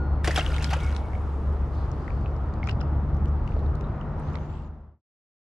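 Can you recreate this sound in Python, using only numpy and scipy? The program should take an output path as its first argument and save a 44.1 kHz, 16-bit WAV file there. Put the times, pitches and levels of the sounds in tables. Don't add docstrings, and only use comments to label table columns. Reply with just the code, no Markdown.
import sys
import numpy as np
from scipy import signal
from scipy.io import wavfile
from scipy.ndimage import map_coordinates

SR = 44100
rng = np.random.default_rng(int(sys.argv[2]) if len(sys.argv) > 2 else 0)


def dump(signal):
    limited = np.clip(np.atleast_2d(signal).T, -1, 1)
    pcm = np.round(limited * 32767).astype(np.int16)
    wavfile.write(sys.argv[1], SR, pcm)


N = 245195
T = np.arange(N) / SR

# f/Hz, density/dB
SPLASH_SPECTRUM = [(290, -35.5), (500, -4.5), (620, -9.5), (716, -7), (1120, -12), (1370, -2.5),
                   (2130, -9.5), (2360, -7), (3190, -10.5), (4250, -16), (5510, -14), (7450, -23.5),
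                   (8600, -20), (12300, -36.5), (15500, -51.5)]
# f/Hz, density/dB
FIZZ_SPECTRUM = [(1500, -2.5), (3000, 10), (4800, 6.5), (6000, 1), (8800, -12), (10500, -28.5),
                 (15000, -32.5)]


def from_db(db):
    return 10 ** (np.asarray(db) / 20)


def rms_one(x):
    return x / np.sqrt(np.mean(x ** 2) + 1e-20)


def panned(db, pan_db):
    return from_db(db + pan_db * np.array([[.5], [-.5]]))


def in_time(rows):
    times, *columns = np.transpose(rows)
    return [np.interp(T, times, column) for column in columns]


def at_hz(points, hz):
    freqs, values = np.transpose(points)
    return np.interp(np.log(hz), np.log(freqs), values)


def swell(start_s, attack_s, hold_s, release_s):
    fall = 1 - (T - start_s - attack_s - hold_s) / release_s
    return np.clip(np.minimum((T - start_s) / attack_s, fall), 0, 1)


def drift(rate_hz):
    step = 40
    pole = np.exp(-2 * np.pi * rate_hz * step / SR)
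    slow = signal.lfilter([1], [1, -2 * pole, pole * pole], rng.standard_normal(N // step + 2002))[2000:]
    return np.interp(np.arange(N) / step, np.arange(len(slow)), rms_one(slow))


def butter(x, hz, kind):
    sos = signal.butter(2, np.clip(hz, 10, .45 * SR), kind, fs=SR, output="sos")
    return signal.sosfilt(sos, x + 1e-18)


def ring(clicks, hz, t60_s):
    r, w = from_db(-60 / (t60_s * SR)), 2 * np.pi * hz / SR
    return signal.lfilter([0, np.sin(w)], [1, -2 * r * np.cos(w), r * r], clicks + 1e-18)


def stereo(mid, side, hz):
    # f/Hz, correlation
    likeness = [(60, 0.97), (250, 0.97), (640, 0.96), (1400, 0.55), (3000, 0.1), (6800, 0.16), (14000, 0.6)]
    alike = at_hz(likeness, hz)
    return np.sqrt(1 + alike) * mid + np.sqrt(1 - alike) * side * np.array([[1], [-1]])


def add(out, start_s, sound):
    at = int(start_s * SR)
    out[:, at:at + sound.shape[1]] += sound[:, :N - at]


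def banded_noise(spectrum, patchy_db, flicker_hz):
    out, edges = 0, 15 * 2 ** np.arange(0, 10.1, .5)
    white = rng.standard_normal((2, 2, N))
    for k, (low, high) in enumerate(zip(edges, edges[1:])):
        hz = np.sqrt(low * high)
        if spectrum[0][0] <= hz <= spectrum[-1][0]:
            mid, side = butter(white[k % 2], [low, high], "band")
            gain = from_db(at_hz(spectrum, hz) + patchy_db * drift(flicker_hz))
            out = out + gain * stereo(mid, side, hz)
    return rms_one(out)


def droplets(spectrum, per_s, spread_db, cycles, lowest_hz, pitches=28):
    out = np.zeros((2, N))
    for hz in np.geomspace(lowest_hz, 14000, pitches):
        count = int(per_s * N / SR / pitches) + 1
        at = rng.integers(0, N, 20000)[:count]
        chance, place, sign = rng.random((3, 20000))[:, :count]
        size = from_db(spread_db * np.minimum(-np.log(chance), 4)) * np.sign(sign - .5)
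        clicks = np.zeros((2, N))
        clicks[:, at] = stereo(size, size * np.sqrt(12) * (place - .5), hz)
        out += from_db(at_hz(spectrum, hz)) * np.sqrt(hz) * rms_one(ring(clicks, hz, cycles / hz))
    return rms_one(out)


def air(breeze_db=-30.5, gust_db=2.5, harbour_db=-40, top_hz=3560):
    # f/Hz, density/dB
    wind_spectrum = [(15, -28.5), (26, -6), (50, 1.5), (71, 0), (100, -2), (143, -10), (200, -13),
                     (280, -25), (500, -32), (1000, -62)]
    # f/Hz, density/dB
    harbour_spectrum = [(100, -14), (200, 1.5), (330, 6.5), (560, 2.5), (800, 2), (1100, -0.5), (1450, -8),
                        (2000, -26.5), (2800, -44), (4000, -40), (7000, -53.5)]
    gust = swell(start_s=2.51, attack_s=.22, hold_s=.88, release_s=.33)
    wind = from_db(breeze_db + gust_db * gust) * banded_noise(wind_spectrum, patchy_db=.7, flicker_hz=4)
    harbour = from_db(harbour_db) * banded_noise(harbour_spectrum, patchy_db=1, flicker_hz=3.7)
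    return butter(wind + harbour, top_hz, "low")


def engine(idle_hz=70.87, throttle_s=2.2, rise_hz_per_s=1.6, wander_hz=.16,
           waver_db=1.5, overtone_waver_db=1.87):
    # t/s, fundamental/dB, overtones/dB
    levels = [(0.0, -25.5, -35), (0.35, -27.5, -47.5), (0.8, -28, -45), (1.3, -26.5, -45),
              (1.88, -26.5, -44), (2.0, -38.5, -41.5), (2.22, -24, -34), (2.45, -36.5, -39.5),
              (2.85, -27, -36), (3.25, -23, -34), (3.4, -27.5, -40.5), (3.71, -25, -39), (3.82, -41, -38),
              (4.1, -49, -36.5), (4.25, -34.5, -36), (4.8, -30, -38)]
    # multiple of the firing rate, level/dB
    overtones = [(2, -1.5), (2.75, -11.5), (3, -13), (4.55, -17.5)]
    firing_hz = idle_hz + rise_hz_per_s * np.maximum(T - throttle_s, 0)
    phase = 2 * np.pi * np.cumsum(firing_hz + wander_hz * drift(3.55)) / SR
    fundamental_db, overtones_db = in_time(levels)
    out = from_db(fundamental_db + waver_db * drift(4.7)) * np.sin(phase)
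    for multiple, db in overtones:
        gain = from_db(overtones_db + db + overtone_waver_db * drift(.95))
        out += gain * np.sin(multiple * phase + .5 * drift(1.2))
    return np.sqrt(2) * out


def drone(hz=149.7, level_db=-36.5):
    gain = from_db(level_db) * swell(start_s=.03, attack_s=.27, hold_s=.48, release_s=.2)
    return np.sqrt(2) * gain * np.sin(2 * np.pi * hz * T)


def faint_tones(strands=9):
    # start/s, end/s, f/Hz, level/dB, wander/Hz, decay/(dB/s)
    tones = [(0.231, 1.003, 1427, -51, 20.8, -3.5), (0.79, 0.898, 2205, -46, 55, 8),
             (0.884, 1.15, 2224, -56.5, 20, 38), (1.721, 1.87, 4300, -66.5, 410, -3),
             (1.9, 2.25, 4850, -76, 84, 4), (1.901, 2.35, 4360, -75.5, 90, 3),
             (2.445, 2.95, 4730, -79.5, 75, 2), (3.301, 3.752, 4600, -81, 91, -1)]
    out = np.zeros(N)
    for start_s, end_s, hz, db, wander_hz, decay_db_per_s in tones:
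        during = (T > start_s) & (T < end_s)
        age_s = T[during] - start_s
        arch = np.sqrt(np.maximum(1 - (2 * age_s / (end_s - start_s) - 1) ** 2, 0))
        gain = from_db(db - decay_db_per_s * age_s) * arch * np.sqrt(2 / strands)
        for _ in range(strands):
            phase = 2 * np.pi * (rng.random() + np.cumsum(hz + wander_hz * drift(20)[during]) / SR)
            out[during] += gain * np.sin(phase)
    return out


def ping():
    # f/Hz, level/dB, t60/s
    partials = [(1427, -43, 0.54), (4268, -71, 1.9)]
    return np.sqrt(2) * sum(from_db(db - 60 * T / t60_s) * np.sin(2 * np.pi * hz * T)
                            for hz, db, t60_s in partials)


def sleeve(whistle_db=4.5, width_hz=170, thinning_db_per_octave=28, scratch_db=9.5, patchy_db=.5):
    # t/s, whistle/Hz, level/dB
    stroke = [(4.17, 5800, -93), (4.24, 6000, -79), (4.34, 6750, -75), (4.41, 6160, -75), (4.46, 6800, -72),
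              (4.53, 7300, -67.5), (4.6, 7900, -69), (4.67, 6700, -70), (4.72, 6000, -100)]
    # f/Hz, density/dB
    scratch_spectrum = [(1500, 3.5), (2700, 16.5), (4400, 4), (6500, -4), (8800, -13), (10500, -28),
                        (15000, -35)]
    hz, db = in_time(stroke)
    phase = 2 * np.pi * np.cumsum(hz) / SR
    in_phase, quadrature = rms_one(butter(rng.standard_normal((2, 2, N)), width_hz, "low"))
    whistle = in_phase * np.cos(phase) + quadrature * np.sin(phase)
    whistle *= from_db(whistle_db - thinning_db_per_octave * np.log2(hz / hz.min()))
    scratch = droplets(scratch_spectrum, per_s=3000, spread_db=3, cycles=14, lowest_hz=2000)
    sliding = (T > stroke[0][0]) & (T < stroke[-1][0])
    return sliding * from_db(db + patchy_db * drift(22)) * (whistle + from_db(scratch_db) * scratch)


def wet_stones(floor_db=-71, attack_s=.044):
    # t/s, level/dB, drain time/s
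    washes = [(1.7, -68, 0.36), (1.95, -74.5, 0.56), (2.652, -56.5, 0.035), (3.45, -71, 0.21),
              (4.16, -72, 0.38)]
    draining = sum(from_db(db) * swell(start_s, attack_s, 0, drain_s) for start_s, db, drain_s in washes)
    fizz = droplets(FIZZ_SPECTRUM, per_s=9000, spread_db=2.5, cycles=12, lowest_hz=1800)
    return (from_db(floor_db) + draining) * fizz


def lapping(level_db=-82, start_s=1):
    pops = droplets(FIZZ_SPECTRUM, per_s=31, spread_db=3.5, cycles=22, lowest_hz=1800)
    return from_db(level_db) * np.clip(T - start_s, 0, 1) * pops


def shore_echoes(x, echo_db=-12, t60_s=.14, top_hz=5000, count=14):
    out, dull = x.copy(), butter(x, top_hz, "low")
    for k, delay_s in enumerate(rng.uniform(.0091, .044, count)):
        lag = int(delay_s * SR) + 1
        out[k % 2, lag:] += from_db(echo_db - 60 * delay_s / t60_s) * dull[k % 2, :-lag]
    return out


def mic_ports(x, left_lag_s, width=.27, treble_width=.38, treble_hz=6000):
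    # low/Hz, high/Hz, added share
    bands = [(2500, 3900, .3), (6500, 6700, .35)]
    mid = x.mean(axis=0)
    pair = mid + width * (x - mid) + treble_width * butter(x - mid, treble_hz, "high")
    left, right = [port + share * butter(port, [low, high], "band")
                   for port, (low, high, share) in zip(pair, bands)]
    return np.array([map_coordinates(left, [(T - left_lag_s) * SR], order=3), right])


def ticks(drive_t60_s=.011, crack_t60_s=.008, cycles=13, ring_db=-.2, low_hz=1200, top_hz=6740):
    # t/s, level/dB, ring/Hz, relative crack level/dB, left-right/dB
    hits = [(0.313, -29, 5150, -5.5, -2), (0.346, -34, 11000, -14, -2), (0.4625, -26.5, 3450, -6, 0),
            (0.515, -50, 8500, -3.5, -6), (0.543, -28, 3760, -6, -1), (0.564, -28.5, 3800, 0.5, -3),
            (0.625, -43, 5940, 2, -1), (0.635, -40, 6950, -2, -3), (0.6432, -19.5, 4850, -14.5, 0),
            (0.7057, -32, 2800, -6, -6), (0.7065, -42, 11000, -8, -3), (0.7355, -37, 3830, -27, -9),
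            (0.803, -36, 3520, -2, -5), (0.8337, -38, 7600, -1, -7), (0.848, -42, 8000, -1, -4),
            (0.9252, -40, 4160, -5, 1), (0.949, -39, 4400, -8, -7), (0.964, -31, 4000, 1, 0),
            (0.969, -45, 8450, -4, -3), (1.133, -36, 2120, -14, -6), (1.916, -45.5, 5500, 0, 6),
            (2.079, -31, 1980, -18, 4), (2.104, -37.5, 2390, -12, 9), (2.26, -40, 3120, -14, 1),
            (2.364, -50.5, 5130, -9, -5), (2.539, -51, 4620, 6, -2), (2.641, -44.5, 5100, -4.5, -10),
            (2.66, -45, 4560, -11, -.5), (2.672, -39.5, 5400, -3, -9), (2.674, -28.5, 2400, -11, 1),
            (2.688, -25, 2680, -14, 5), (2.6934, -21.5, 2850, -16, -3), (2.694, -34.5, 4670, -10, -3),
            (2.7085, -45, 5400, 3, -3), (2.713, -38, 4860, -5, -5), (2.805, -37.5, 3500, -12.5, -2),
            (2.8112, -34.5, 5170, -9, 0), (2.816, -35, 2700, -14, 2), (3.039, -59, 4000, -3.5, 4),
            (3.147, -51, 5440, -4, -3), (3.168, -56, 6020, 2.5, -2), (3.257, -42.5, 2930, 1, 5),
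            (3.283, -52, 6000, -4, -1), (3.476, -36, 2530, -6, 6.5), (3.52, -39.5, 2400, -17, 3),
            (3.565, -49.5, 4050, -12, 5), (3.592, -51.5, 4000, -3, 7), (3.6625, -52, 4100, -7, 8),
            (3.753, -49.5, 4700, 4, 5), (3.756, -54, 8250, -8, -4), (3.8102, -48, 3500, 9.5, 7),
            (3.871, -52, 3720, -6, 12), (4.012, -43, 3020, -5.5, 6), (4.198, -49, 8400, -4, -1),
            (4.285, -48, 4000, -8, 5), (4.334, -53, 6000, -4, 0), (4.342, -38, 2470, -14, 1),
            (4.354, -31.5, 2100, -10, -1), (4.355, -35.5, 4000, -8, -2.5), (4.371, -40, 2170, -14, -3),
            (4.385, -49, 3200, -8, 5)]
    out, t = np.zeros((2, N)), T[:SR // 20]
    for start_s, db, hz, crack_db, pan_db in hits:
        noise = stereo(*rng.standard_normal((2, len(t))), hz)
        crack = butter(noise * from_db(-60 * t / crack_t60_s), [low_hz, top_hz], "band")
        crack = butter(crack, top_hz, "low")
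        tone = ring(noise * from_db(-60 * t / drive_t60_s), hz, cycles / hz)
        tone = butter(tone, [hz / 2, 1.3 * hz], "band")
        tick = from_db(crack_db) * crack / abs(crack).max() + from_db(ring_db) * tone / abs(tone).max()
        add(out, start_s, tick * panned(db, pan_db))
    return out


def spray(start_s=.236, spray_db=-36.5, spray_decay_db_per_s=11, foam_db=-48.5, foam_decay_db_per_s=9):
    drops = droplets(SPLASH_SPECTRUM, per_s=2000, spread_db=3.3, cycles=16, lowest_hz=900)
    plinks = droplets(SPLASH_SPECTRUM, per_s=700, spread_db=2.8, cycles=35, lowest_hz=1200, pitches=36)
    mist = banded_noise(SPLASH_SPECTRUM, patchy_db=-1.5, flicker_hz=28)
    patter = from_db(-6.5) * drops + from_db(-6) * butter(plinks, 6500, "low") + from_db(-10) * mist
    fizz = from_db(-5) * mist + from_db(-8.5) * drops
    age_s = T - start_s
    falling = swell(start_s, attack_s=.018, hold_s=.653, release_s=.12)
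    spray_gain = falling * from_db(spray_db - spray_decay_db_per_s * age_s)
    foam_gain = (age_s > 0) * (1 - falling) * from_db(foam_db - foam_decay_db_per_s * age_s)
    return butter(spray_gain * patter + foam_gain * fizz, 14500, "low")


def bubbles(t60_at_1khz_s=.027, rise_per_t60=.13, swell_cycles=.35, pan_db=-1, scatter_db=3):
    # t/s, level/dB, f/Hz
    pockets = [(0.2446, -22.5, 1760), (0.2748, -21, 1940), (0.2742, -28.5, 3100), (0.2785, -20.5, 684),
               (0.308, -24, 1750), (0.3135, -27, 1980), (0.33, -32, 1820), (0.3600, -21.5, 3300),
               (0.363, -22.5, 5230), (0.367, -25, 2670), (0.3942, -22.5, 3130), (0.3969, -30, 2606),
               (0.397, -26, 2010), (0.41, -24.5, 2740), (0.463, -27.5, 2860), (0.4855, -40, 2900),
               (0.549, -37, 3030), (0.5820, -29.5, 2150), (0.607, -33.5, 2600), (0.617, -34.5, 2770),
               (0.6934, -37, 3220), (0.7379, -31, 2940), (0.965, -43, 5430), (1.152, -37, 2180),
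               (2.2597, -43, 2500), (2.6305, -28.5, 2130), (2.6736, -30, 1290), (2.692, -32.5, 1540),
               (2.814, -33, 1390), (3.5660, -27.5, 615), (3.8411, -52, 3720), (3.848, -55, 3840),
               (4.354, -36, 1180)]
    out, t = np.zeros((2, N)), T[:SR // 6]
    for (start_s, db, hz), place in zip(pockets, rng.standard_normal(len(pockets))):
        t60_s = t60_at_1khz_s * (1000 / hz) ** .23
        shape = (1 - np.exp(-t * hz / swell_cycles)) * from_db(-60 * t / t60_s)
        tone = np.sin(2 * np.pi * hz * t * (1 + rise_per_t60 * t / t60_s / 2))
        add(out, start_s, tone * shape / shape.max() * panned(db, pan_db + scatter_db * place))
    return out


def gulps(glide_power=2.2, level_flutter=.35, pitch_flutter=.06, flutter_hz=420):
    # t/s, level/dB, start/Hz, end/Hz, length/s
    cavities = [(0.277, -16.5, 339, 401, 0.0082), (0.286, -25, 368, 450.4, 0.0083),
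                (0.293, -27.5, 580, 728, 0.011), (0.3725, -21, 1580, 1238, 0.0097),
                (0.376, -18.5, 803, 721, 0.0098), (0.386, -21.5, 560, 1010, 0.009),
                (0.39, -23, 1150, 1876, 0.0065), (0.407, -32.5, 629, 850, .015),
                (0.723, -25, 742, 1060, 0.022), (0.738, -34, 1316, 1392, 0.015),
                (0.761, -31.5, 522, 537, 0.016)]
    out = np.zeros((2, N))
    for start_s, db, start_hz, end_hz, length_s in cavities:
        progress = np.linspace(0, 1, int(length_s * SR) + 2)
        walls = rms_one(butter(rng.standard_normal((2, SR // 10)), flutter_hz, "low"))
        wobble, flutter = walls[:, -len(progress):]
        hz = start_hz + (end_hz - start_hz) * progress ** glide_power
        phase = 2 * np.pi * np.cumsum(hz * (1 + pitch_flutter * wobble)) / SR
        note = np.sin(phase) * (1 + level_flutter * flutter) / np.hypot(1, level_flutter)
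        add(out, start_s, np.sin(np.pi * progress) * note * panned(db, 0))
    return out


def slaps(snap_db=-5.5, snap_hz=8300, base_t60_s=.039, t60_per_swell=6.1):
    # t/s, level/dB, swell/s, top edge/Hz
    blows = [(0.242, -29.5, 0.0039, 11180), (0.254, -40.5, .005, 10000), (0.2733, -23.5, 0.0023, 6470),
             (0.305, -36.5, 0.0063, 8650), (0.347, -40, 0.0056, 13060), (0.357, -27.5, 0.0041, 10460),
             (0.37, -27, 0.0086, 8000), (0.39, -36.5, 0.002, 4060), (0.620, -35, 0.0052, 10900),
             (0.643, -31.5, 0.00033, 7670), (0.695, -35.5, 0.017, 5540), (0.73, -28.5, 0.0024, 7000)]
    crackle = droplets(SPLASH_SPECTRUM, per_s=12000, spread_db=2.5, cycles=4, lowest_hz=700)
    sheet = banded_noise(SPLASH_SPECTRUM, patchy_db=-4.5, flicker_hz=130)
    froth = droplets(SPLASH_SPECTRUM, per_s=1500, spread_db=2.5, cycles=25, lowest_hz=600)
    water = from_db(-2) * crackle + from_db(-3.5) * (sheet + froth)
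    water += from_db(snap_db) * (water - butter(water, snap_hz, "low"))
    out, t = np.zeros((2, N)), T[:SR // 4]
    for start_s, db, swell_s, top_hz in blows:
        t60_s = base_t60_s + t60_per_swell * swell_s
        shape = np.minimum(t / swell_s, 1) ** 2 * from_db(db - 60 * np.maximum(t - swell_s, 0) / t60_s)
        at = int(start_s * SR)
        add(out, start_s, butter(water[:, at:at + len(t)] * shape, top_hz, "low"))
    return out


def scene():
    splash = mic_ports(slaps() + spray(), left_lag_s=1e-5)
    plops = mic_ports(bubbles() + gulps(), left_lag_s=4e-5)
    water = splash + plops + lapping() + ticks()
    background = engine() + drone() + faint_tones() + ping()
    near = wet_stones() + sleeve()
    return shore_echoes(water) + near + background + air()


def record(dry):
    fade_start_s, fade_end_s, floor_db, cutoff_hz = 4.358, 5.018, -85.5, 15300
    fader = np.clip((fade_end_s - T) / (fade_end_s - fade_start_s), 0, 1) ** 1.595 + from_db(floor_db)
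    faded = dry * fader * panned(0, pan_db=.8)
    return signal.sosfilt(signal.ellip(10, .1, 80, cutoff_hz, fs=SR, output="sos"), faded)


dry = scene()
out = record(dry)
dump(out)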